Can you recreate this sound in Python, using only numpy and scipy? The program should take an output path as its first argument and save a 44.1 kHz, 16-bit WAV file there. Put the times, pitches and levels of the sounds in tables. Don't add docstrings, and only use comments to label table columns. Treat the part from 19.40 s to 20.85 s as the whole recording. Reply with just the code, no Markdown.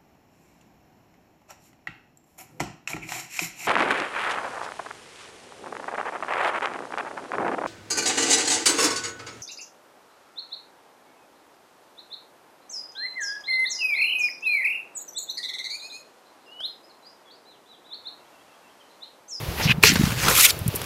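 import sys
import numpy as np
from scipy import signal
from scipy.fft import rfft, irfft, next_fast_len
from scipy.io import wavfile
from scipy.ndimage import uniform_filter1d

SR = 44100
rng = np.random.default_rng(int(sys.argv[2]) if len(sys.argv) > 2 else 0)


def pcm_store(signal):
    levels = np.round(np.clip(np.atleast_2d(signal), -1, 1) * 32767)
    wavfile.write(sys.argv[1], SR, levels.astype(np.int16).T)


N = 63945
T = np.arange(N) / SR


def amp(db):
    return 10 ** (np.asarray(db) / 20)


def unit(x):
    return x / np.sqrt(np.mean(x ** 2) + 1e-20)


def level(curve):
    time_s, db = np.transpose(curve)
    outside_s = np.maximum(time_s[0] - T, 0) + np.maximum(T - time_s[-1], 0)
    return amp(np.interp(T, time_s, db) - 800 * outside_s)


def colour(x, tone):
    size = next_fast_len(2 * N)
    hz, db = np.transpose(tone)
    bin_hz = abs(np.fft.fftfreq(size, 1 / SR))
    log_gain = np.log(amp(np.interp(np.log(bin_hz + 1), np.log(hz), db)))
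    response = unit(np.exp(log_gain)) * np.exp(-1j * signal.hilbert(log_gain).imag)
    return np.fft.ifft(np.fft.fft(x, size) * response).real[:N]


def wander(hz):
    rolloff = 1 + (np.fft.rfftfreq(N, 1 / SR) / hz) ** 4
    return unit(irfft(rfft(rng.standard_normal(N)) / rolloff, N))


def decay(start_s, decay_s):
    return (T >= start_s) * np.exp(-np.maximum(T - start_s, 0) / decay_s)


def ring(modes, t60_s):
    return sum(amp(db - 60 * T / t60_s) * np.sin(2 * np.pi * hz * T) for hz, db in modes)


def bursts(rows, tone):
    envelope = sum(amp(db) * decay(start_s, decay_s) for start_s, db, decay_s in rows)
    return colour(rng.choice([-1, 1], N) * envelope, tone)


def wind():
    # (time [s], level [dB])
    rumble_curve = [(0, -33), (.12, -32.5), (.175, -38), (.28, -32.5), (.41, -30.5), (.53, -28),
                    (.88, -28.5), (1.08, -45), (1.2, -36), (1.45, -40)]
    # (frequency [Hz], relative level [dB])
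    rumble_tone = [(25, -26), (60, 6), (150, 6), (250, -10.5), (400, -12), (1000, -16), (2500, -27),
                   (16000, -64)]
    # (crest time [s], level [dB], pitch [Hz])
    buffets = [(.091, -20, 79.5), (0.259, -10.5, 132), (0.268, -12, 168), (0.299, -13, 156),
               (0.311, -14, 161), (0.386, -16.5, 162), (0.502, -14.5, 221), (.522, -13.5, 255),
               (0.533, -15.5, 170), (0.561, -12.5, 200), (0.599, -8, 176), (0.613, -9.5, 250),
               (.64, -7.5, 171), (0.676, -13, 180), (0.726, -18.5, 162), (1.219, -21.5, 94.5),
               (1.266, -14, 161), (1.287, -12, 118), (1.344, -20, 394)]
    lump_db, width_cycles = 2, 0.39
    rumble = colour(rng.standard_normal(N), rumble_tone)
    out = unit(rumble * amp(lump_db * wander(hz=29.5))) * level(rumble_curve)
    for (crest_s, db, hz), phase in zip(buffets, rng.random(len(buffets))):
        cycles = (T - crest_s) * hz
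        envelope = amp(db) / np.cosh(np.clip(cycles / width_cycles, -20, 20))
        out += envelope * np.cos(2 * np.pi * (cycles + phase))
    return out


def ice_ticks():
    # (time [s], level [dB], decay [s])
    crumbs = [(.537, -24, 0.0064), (.884, -20, 0.0056), (1.191, -25.5, 0.0017), (1.279, -16, 0.0025),
              (1.352, -23, 0.0023), (1.358, -18.5, 0.0054)]
    chips = [(1.4166, -15.5, .0007), (1.419, -28, .0018), (1.4425, -27, .0013)]
    # (frequency [Hz], relative level [dB])
    crumb_tone = [(1000, -48), (5000, -9.5), (8000, 1), (11800, 7.5), (14000, 6), (16000, -1.5)]
    chip_tone = [(1200, 4), (11000, -3), (16000, -15)]
    return bursts(crumbs, crumb_tone) + bursts(chips, chip_tone)


def slips(spread_db):
    grains_per_s, hiss_gain, chatter_db = 5000, 0.49, 1.5
    sizes = amp(spread_db * np.minimum(rng.exponential(1, N), 4))
    grains = unit(sizes * rng.choice([-1, 1], N) * (rng.random(N) < grains_per_s / SR))
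    hiss = hiss_gain * rng.standard_normal(N)
    return unit((grains + hiss) * amp(chatter_db * wander(hz=143)))


def patchy(x, patch_s=.025, patch_hz=420, depth_db=2.1):
    hz, time_s, spectra = signal.stft(x, SR, nperseg=256)
    field = uniform_filter1d(rng.standard_normal(spectra.shape), round(patch_hz / hz[1]), axis=0)
    field = unit(uniform_filter1d(field, round(patch_s / time_s[1]), axis=1))
    return signal.istft(spectra * amp(depth_db * field), SR, nperseg=256)[1][:N]


def rub(curve, tone, spread_db):
    return unit(colour(patchy(slips(spread_db)), tone)) * level(curve)


def snow():
    # (time [s], level [dB])
    glide_curve = [(0, -36.5), (.17, -34.5), (.32, -35), (.338, -49), (1.08, -36), (1.125, -35.5),
                   (1.23, -40.5), (1.34, -35), (1.45, -35)]
    carve_curve = [(.18, -33), (.201, -26), (.235, -28.5), (.255, -26), (.275, -44), (.33, -40)]
    takeoff_curve = [(.255, -36), (.278, -25), (.306, -18), (.322, -18), (.336, -52)]
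    # (frequency [Hz], relative level [dB])
    glide_tone = [(100, -9.5), (400, 4), (1000, -1.5), (1700, -5.5), (2700, -4), (5500, -9), (8200, -17),
                  (12000, -10), (16000, -15.5)]
    carve_tone = [(150, 2), (600, 3.5), (1500, 4), (2600, 7), (5500, -6.5), (8300, -14.5), (12500, -4.5),
                  (16000, -16)]
    takeoff_tone = [(200, -17), (900, -17), (1900, -7), (2750, 1), (3600, -8), (6200, -24.5), (8000, -31),
                    (16000, -38)]
    glide = unit(colour(rng.standard_normal(N), glide_tone)) * level(glide_curve)
    carve = rub(carve_curve, carve_tone, spread_db=2.5)
    takeoff = rub(takeoff_curve, takeoff_tone, spread_db=0)
    return glide + carve + takeoff


def free_edge(start_s=1.106):
    # (frequency [Hz], level [dB])
    modes = [(4517, -41), (7176, -36.5), (10120, -37.5), (14013, -39)]
    tones = sum(ring([mode], t60_s=.22) * wander(hz=160) for mode in modes)
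    return np.concatenate([np.zeros(round(start_s * SR)), tones])[:N]


def edge_swishes():
    # (start [s], end [s], first pitch [Hz], last pitch [Hz], level [dB])
    swishes = [(0.196, 0.217, 790, 684, -30.5), (0.214, 0.282, 5670, 4060, -27.5),
               (0.453, 0.504, 4300, 5600, -14), (0.977, 1.005, 1270, 1160, -26.5),
               (1.032, 1.078, 3560, 2970, -17), (1.091, 1.113, 4930, 4230, -17.5)]
    out = np.zeros(N)
    for start_s, end_s, first_hz, last_hz, db in swishes:
        progress = np.clip((T - start_s) / (end_s - start_s), 0, 1)
        centre_hz = first_hz + (last_hz - first_hz) * progress
        width_hz = 0.37 * first_hz
        carrier = np.exp(2j * np.pi * np.cumsum(centre_hz) / SR)
        lowpass = signal.butter(2, width_hz / 2, fs=SR)
        band = carrier * signal.lfilter(*lowpass, slips(spread_db=0) / carrier)
        out += amp(db) * np.sin(np.pi * progress) * unit(band.real)
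    return out


def through_body(x, ring_db):
    # (frequency [Hz], relative level [dB])
    modes = [(433, -3), (565, 16.5), (1075, 13.5), (1453, 7), (1803, 4.5), (2025, 0), (2208, -2), (2812, 3),
             (4128, 6), (4385, 14.5)]
    response = ring(modes, t60_s=.2)
    return x + amp(ring_db) * signal.fftconvolve(x, response / np.linalg.norm(response))[:N]


def grind():
    # (time [s], level [dB])
    bite_curve = [(.422, -62), (.428, -34), (.448, -17), (.475, -14.5), (.52, -21.5), (.55, -54)]
    spray_curve = [(.422, -84), (.429, -18), (.472, -18.5), (.54, -37), (.552, -58)]
    slide_curve = [(.44, -32), (.585, -30), (.64, -28), (.71, -29.5), (.755, -34), (.81, -26.5),
                   (.88, -22.5), (.95, -42), (1.0, -21.5)]
    hollow_curve = [(.79, -50), (.83, -37), (.87, -21), (.885, -20.5), (.917, -21.5), (.935, -32.5),
                    (1.02, -37)]
    lip_curve = [(.89, -23), (.94, -23), (.968, -16.5), (.98, -15.5), (1.015, -12.5), (1.033, -15.5),
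                 (1.046, -10), (1.06, -12), (1.072, -24.5), (1.088, -22.5), (1.103, -17.5), (1.118, -40)]
    # (frequency [Hz], relative level [dB])
    bite_tone = [(200, -41), (900, -44), (1400, -4.5), (2300, 4), (3600, -4.5), (4300, -7.5), (6800, -6),
                 (9000, -14.5), (16000, -34)]
    spray_tone = [(1000, -9.5), (5000, 3.5), (8000, -10), (12500, -2), (16000, -9)]
    slide_tone = [(150, -12), (850, -4), (1800, 1), (2300, 1), (3800, -1.5), (6300, -4.5), (9000, -10.5),
                  (13000, -10), (16000, -15)]
    hollow_tone = [(200, 5.5), (500, 8.5), (750, 1.5), (1100, 9.5), (1450, 5), (2000, -1.5), (4500, -25)]
    lip_tone = [(200, -30), (850, -23.5), (1300, -0.5), (1750, -7), (2300, 2.5), (2800, -0.5), (4500, -2),
                (7000, -0.5), (9000, -3), (13000, -1.5), (16000, -12.5)]
    bite = through_body(rub(bite_curve, bite_tone, spread_db=1.5), ring_db=-9.5)
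    spray = rub(spray_curve, spray_tone, spread_db=-23)
    slide = rub(slide_curve, slide_tone, spread_db=1.5)
    hollow = rub(hollow_curve, hollow_tone, spread_db=4.5)
    lip = through_body(rub(lip_curve, lip_tone, spread_db=0.5), ring_db=-18)
    return bite + spray + through_body(slide + hollow, ring_db=-21) + lip


def board_slaps():
    # (time [s], level [dB], decay [s])
    slaps = [(.4362, 3.5, 0.0022), (.4392, -25, 0.0046), (.5565, -15.5, 0.0085), (.8825, -10, 0.0054),
             (.9028, -16, 0.0015), (.911, -16, 0.0037)]
    # (frequency [Hz], relative level [dB])
    slap_tone = [(280, -25.5), (450, 7), (700, -1.5), (1450, 8), (2500, 0.5), (6000, -5), (16000, -30)]
    return through_body(bursts(slaps, slap_tone), ring_db=-29.5)


def landing_crack(start_s=.4362):
    # (frequency [Hz], level [dB], decay [s])
    modes = [(2500, 23, .0007), (4120, -7, .007), (431, -14.5, .017), (870, -16, .008)]
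    age_s = np.maximum(T - start_s, 0)
    out = np.zeros(N)
    for hz, db, decay_s in modes:
        attack = np.minimum(age_s * hz, 1)
        out += amp(db) * attack * decay(start_s, decay_s) * np.sin(2 * np.pi * hz * age_s)
    return out


def scene():
    hits = landing_crack() + board_slaps()
    ticks = ice_ticks()
    scrapes = snow() + grind() + edge_swishes()
    return (hits + ticks + scrapes + free_edge() + wind())[None]


def record(dry):
    ceiling, cutoff_hz = .98, 15800
    clipped = np.clip(dry, -ceiling, ceiling)
    lowpass = signal.firwin(511, cutoff_hz, window=("kaiser", 8), fs=SR)
    return signal.oaconvolve(clipped, lowpass[None], "same")


dry = scene()
out = record(dry)
pcm_store(out)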